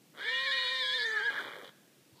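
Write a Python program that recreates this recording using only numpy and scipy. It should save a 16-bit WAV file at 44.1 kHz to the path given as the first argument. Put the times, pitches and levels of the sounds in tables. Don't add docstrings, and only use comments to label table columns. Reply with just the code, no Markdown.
import sys
import numpy as np
from scipy import signal
from scipy.fft import rfft, irfft
from scipy.io import wavfile

SR = 44100
rng = np.random.default_rng(int(sys.argv[2]) if len(sys.argv) > 2 else 0)


def pcm_store(signal):
    levels = np.round(np.clip(np.atleast_2d(signal), -1, 1) * 32767)
    wavfile.write(sys.argv[1], SR, levels.astype(np.int16).T)


N = 97020
T = np.arange(N) / SR
HZ = np.fft.rfftfreq(N, 1 / SR)


def amp(db):
    return 10 ** (np.asarray(db) / 20)


def unit(x):
    return x / np.sqrt(np.mean(x ** 2) + 1e-20)


def curve(rows, axis=1):
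    rows = np.array(rows)
    return np.interp(T, rows[:, 0], rows[:, axis])


def level(rows, axis=1):
    decay_s = 0.0088
    outside_s = np.maximum(rows[0][0] - T, 0) + np.maximum(T - rows[-1][0], 0)
    return amp(curve(rows, axis)) * np.exp(-outside_s / decay_s)


def colour(x, points):
    hz, db = np.transpose(points)
    bin_hz = abs(np.fft.fftfreq(N, 1 / SR)) + 1
    log_gain = np.log(amp(np.interp(np.log(bin_hz), np.log(hz), db)))
    response = np.exp(signal.hilbert(log_gain).conj())[:len(HZ)]
    return irfft(rfft(x) * response, N)


def wander(rate_hz):
    return unit(irfft(rfft(rng.standard_normal(N)) * np.exp(-(HZ / rate_hz) ** 2), N))


def phase(hz):
    return 2 * np.pi * np.cumsum(hz) / SR


def random_phase():
    return 2 * np.pi * rng.random()


# (time [s], pitch [Hz])
SQUEAL_PITCH_HZ = [(.2, 1490), (.22, 1630), (.284, 1783), (.34, 1858), (.455, 1890), (.482, 1712),
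                   (.51, 1696), (.524, 1877), (.66, 1897), (.82, 1800), (.836, 1678), (.89, 1648),
                   (.934, 1700), (.948, 1820), (.975, 1790), (.99, 1715), (1.035, 1717), (1.06, 1821),
                   (1.11, 1739), (1.146, 1785), (1.22, 1557), (1.272, 1667), (1.3, 1613), (1.365, 1660),
                   (1.41, 1560)]
LOW_PITCH_HZ = [(.24, 401.3), (.274, 476.4), (.345, 511.2), (.48, 540), (.664, 504.4), (.73, 519.8),
                (.95, 509.4), (1.09, 443.6), (1.205, 421.2), (1.262, 481.4), (1.31, 420)]
# (time [s], rms deviation [share of pitch])
JITTER_SHARE = [(.2, 0.035), (.33, 0.0039), (.66, 0.0051), (.8, 0.004), (1.29, .011), (1.36, 0.049)]
SQUEAL_JITTER_HZ, LOW_JITTER_HZ = 236, 95.5
LOW_JITTER_RATIO = 1.618


def voice_phases():
    jitter = curve(JITTER_SHARE)
    low_jitter = LOW_JITTER_RATIO * jitter * wander(LOW_JITTER_HZ)
    high_jitter = jitter * wander(SQUEAL_JITTER_HZ)
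    low = phase(curve(LOW_PITCH_HZ) * (1 + low_jitter))
    high = phase(curve(SQUEAL_PITCH_HZ) * (1 + high_jitter))
    return low, high


# (time [s], level [dB])
SQUEAL_LEVEL_DB = [(.205, -42), (.28, -34), (.46, -35), (.545, -33.5), (.66, -37.5), (.87, -37),
                   (1.01, -32.5), (1.1, -34.5), (1.175, -29), (1.215, -32.5), (1.275, -27.5),
                   (1.302, -32.5), (1.32, -48), (1.383, -30.5), (1.41, -40.5)]
OVERTONE_LEVEL_DB = [(.2, -64), (.25, -44.5), (.36, -44), (.54, -37.5), (.72, -39), (.8, -34.5),
                     (.975, -34.5), (1.0, -45), (1.065, -39.5), (1.1, -58.5), (1.27, -42.5)]
# (time [s], level [dB])
COUPLING_DB = [(.2, -18), (.29, -3), (.45, -5), (.66, -3), (.78, -5.5), (.95, -12.5), (1.02, -9.5),
               (1.08, -29), (1.3, -19), (1.4, -16)]
SIDEBANDS_DB = [(-43, -57, -19.5, 2.5, 0, -4, -4), (-15, -10, -15, 2.5, -3, -16.5, -16),
                (-7.5, -17, -35, -14, -17, -38, -25)]
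FLICKER_DB, FLICKER_HZ = 3.5, 32.5
OVERTONE_COUPLING_POWER = 0.23


def squeal(low, high):
    first, upper = level(SQUEAL_LEVEL_DB), level(OVERTONE_LEVEL_DB)
    depth = amp(curve(COUPLING_DB))
    out = np.zeros(N)
    for m, row in enumerate(SIDEBANDS_DB, 1):
        carrier = first if m == 1 else upper
        sideband = carrier * (depth if m == 1 else depth ** OVERTONE_COUPLING_POWER)
        for k, db in enumerate(row, -3):
            gain = sideband if k else carrier
            flicker_db = FLICKER_DB * wander(FLICKER_HZ) * (1 if k else .5)
            out += gain * amp(db + flicker_db) * np.cos(m * high + k * low + random_phase())
    return np.sqrt(2) * out


# (time [s], level [dB])
LOW_LEVEL_DB = [(.19, -68), (.27, -48), (.87, -51.5), (1.1, -45), (1.28, -48.5), (1.32, -64)]
LOW_HARMONICS_DB = [2.5, 4, -17.5, -2, -64, 2, 1.5]
# (time [s], level [dB])
LOW_BRIGHT_DB = [(.27, -9.5), (.4, 2.5), (.85, 2.5), (1.08, -11), (1.3, 0)]
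THIRD_SWELL_DB = [(1.0, 12), (1.18, 28), (1.25, 10.5)]


def low_voice(low):
    bright = amp(curve(LOW_BRIGHT_DB))
    tone = np.zeros(N)
    for k, db in enumerate(LOW_HARMONICS_DB, 1):
        gain = bright if k > 1 else 1
        if k == 3:
            gain = gain * amp(curve(THIRD_SWELL_DB))
        flicker_db = FLICKER_DB / 2 * wander(FLICKER_HZ)
        tone += gain * amp(db + flicker_db) * np.cos(k * low)
    return np.sqrt(2) * level(LOW_LEVEL_DB) * tone


# (frequency [Hz], gain [dB])
THROAT_DB = [(3600, -4), (5000, -3), (5450, -16.5), (12000, -13)]


def throat(tones):
    return colour(tones, THROAT_DB)


# (start [s], end [s], centre [Hz], level [dB])
BREAKS = [(0.254, 0.315, 3494, -45), (0.473, 0.528, 4200, -46.5), (0.821, 0.943, 4410, -49),
          (0.988, 1.04, 4380, -40.5), (1.063, 1.107, 6400, -57)]
BREAK_WIDTH_HZ = 400


def breaks(low):
    out = np.zeros(N)
    for start_s, end_s, centre_hz, db in BREAKS:
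        band = wander(BREAK_WIDTH_HZ) * np.cos(2 * np.pi * centre_hz * T)
        chopped = unit(band * (1 + np.cos(low)))
        out += level([(start_s, db), (end_s, db)]) * chopped
    return out


# (time [s], level [dB])
RASP_LEVEL_DB = [(.19, -63.5), (.27, -50), (.55, -47), (.9, -45.5), (1.085, -46.5), (1.3, -53)]
# (frequency [Hz], relative density [dB per Hz])
RASP_COLOUR_DB = [(2300, -26), (3400, 5.5), (4350, 2.5), (5200, -11.5), (7100, -14), (8500, -17),
                  (12000, -32.5)]
RASP_WIDTH_HZ = 28


def rasp(low, high):
    clash = np.zeros(N)
    for m in range(1, 6):
        for k in range(-3, 4):
            clash += wander(RASP_WIDTH_HZ) * np.cos(m * high + k * low + random_phase())
    hiss = np.diff(np.diff(rng.standard_normal(N + 2)))
    return level(RASP_LEVEL_DB) * unit(colour(unit(clash) + hiss, RASP_COLOUR_DB))


# (time [s], level [dB])
RUSH_LEVEL_DB = [(.2, -49.5), (.28, -43), (.4, -52), (.66, -43.5), (.85, -58.5), (1.05, -45.5), (1.18, -41),
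                 (1.31, -47)]
# (frequency [Hz], relative density [dB per Hz])
RUSH_COLOUR_DB = [(100, -40.5), (1200, -4.5), (1800, 12), (2400, 2.5), (8000, -76)]
RUSH_PULSING = 0.17


def rush(low):
    puffs = (1 + RUSH_PULSING * np.cos(low)) * rng.standard_normal(N)
    return level(RUSH_LEVEL_DB) * unit(colour(puffs, RUSH_COLOUR_DB))


# (time [s], chest level [dB], mouth level [dB], nostril level [dB])
RATTLES_DB = [
    [(.147, -59.5, -61.5, -71), (.19, -54, -49.5, -51), (.24, -59, -52, -52)],
    [(1.305, -53.5, -41.5, -48), (1.41, -49.5, -45, -48.5), (1.51, -54.5, -45, -54.5),
     (1.55, -52.5, -49.5, -54), (1.63, -51, -53, -62), (1.66, -55, -56, -54), (1.695, -61, -55.5, -57)],
]
# (time [s], rate [flaps per s])
FLAP_RATE_HZ = [(1.5, 161), (1.54, 98), (1.64, 93), (1.7, 63)]
# (time [s], extra level [dB])
SPURTS_DB = [(1.481, 4), (1.648, 5.5)]
# (frequency [Hz], relative density [dB per Hz])
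CHEST_DB = [(80, -26), (400, -2.5), (560, -0.5), (1400, -33)]
MOUTH_DB = [(200, -43), (950, -2), (1700, 1), (2400, -5.5), (4000, -43)]
NOSTRILS_DB = [(1700, -34), (3300, 5.5), (5300, -18.5), (14000, -36)]
FLAP_DECAY_CYCLES, FLAP_FLOOR, FLAP_CLICK = .33, .3, .2
FLAP_WANDER, FLAP_WANDER_HZ = .15, 90
FLAP_SPREAD_DB, SPURT_S = 1.5, .003


def rattle():
    rate_hz = curve(FLAP_RATE_HZ) * np.exp(FLAP_WANDER * wander(FLAP_WANDER_HZ))
    turns = np.cumsum(rate_hz) / SR
    clicks = unit(np.diff(np.floor(turns), prepend=0))
    puff_shape = FLAP_FLOOR + np.exp(-(turns % 1) / FLAP_DECAY_CYCLES)
    spurts = amp(sum(db * np.exp(-((T - at_s) / SPURT_S) ** 2) for at_s, db in SPURTS_DB))
    cavities = [(CHEST_DB, 1), (MOUTH_DB, spurts), (NOSTRILS_DB, spurts)]
    out = np.zeros(N)
    for column, (cavity, push) in enumerate(cavities, 1):
        size = amp(FLAP_SPREAD_DB * rng.standard_normal(N))[turns.astype(int)]
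        puffs = unit(puff_shape * rng.standard_normal(N))
        effort = push * sum(level(rows, axis=column) for rows in RATTLES_DB)
        out += effort * unit(colour(size * (puffs + FLAP_CLICK * clicks), cavity))
    return out


NOTCH_HZ, NOTCH_HALF_WIDTH_HZ, NOTCH_DB = 2665, 155, -38


def notch(x):
    offset = (HZ - NOTCH_HZ) / NOTCH_HALF_WIDTH_HZ
    return irfft(rfft(x) * amp(NOTCH_DB * np.exp(-offset ** 4)), N)


def whinny():
    low, high = voice_phases()
    tones = throat(low_voice(low) + squeal(low, high))
    noises = rush(low) + rasp(low, high) + breaks(low) + rattle()
    return notch(tones + noises)


# (time [s], pitch [Hz], length [s], level [dB])
THUD = (2.132, 120, .009, -56)
# (time [s], level [dB])
CRUNCH_LEVEL_DB = [(2.13, -79), (2.19, -60.5)]
# (frequency [Hz], relative density [dB per Hz])
CRUNCH_COLOUR_DB = [(700, -13), (950, 0), (1600, -29), (4500, -5), (8000, -45)]


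def step():
    at_s, hz, length_s, db = THUD
    envelope = amp(db) * np.exp(-((T - at_s) / length_s) ** 2)
    thud = envelope * np.sin(2 * np.pi * hz * (T - at_s))
    grains = rng.standard_normal(N) * amp(2.5 * wander(190))
    return thud + level(CRUNCH_LEVEL_DB) * unit(colour(grains, CRUNCH_COLOUR_DB))


ECHO_DB, ECHO_T60_S, ECHO_DELAY_S, ECHO_TAPS_PER_S = -18.5, 1.05, .03, 2000


def trees(x):
    present = (rng.random(N) < ECHO_TAPS_PER_S / SR) * (T > ECHO_DELAY_S)
    decay = np.exp(-np.log(1000) * T / ECHO_T60_S)
    taps = rng.standard_normal(N) * present * decay
    return amp(ECHO_DB) * signal.fftconvolve(x, taps / np.linalg.norm(taps))[:N]


# (frequency [Hz], relative density [dB per Hz])
AIR_COLOUR_DB = [(60, -39), (135, -1.5), (330, -4.5), (1000, -20), (3000, -18), (15000, -24.5)]
AIR_DB = -63.5


def air():
    return amp(AIR_DB) * unit(colour(rng.standard_normal(N), AIR_COLOUR_DB))


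def scene():
    horse = whinny()
    return (horse + trees(horse) + air() + step())[None]


LOW_CUT_HZ, EDGE_HZ = 70, 15350


def record(dry):
    low_cut = signal.butter(2, LOW_CUT_HZ, "high", fs=SR, output="sos")
    thin = signal.sosfilt(low_cut, dry)
    band_limit = signal.firwin(601, EDGE_HZ, window=("kaiser", 9), fs=SR)
    return signal.oaconvolve(thin, band_limit[None], "same")


dry = scene()
out = record(dry)
pcm_store(out)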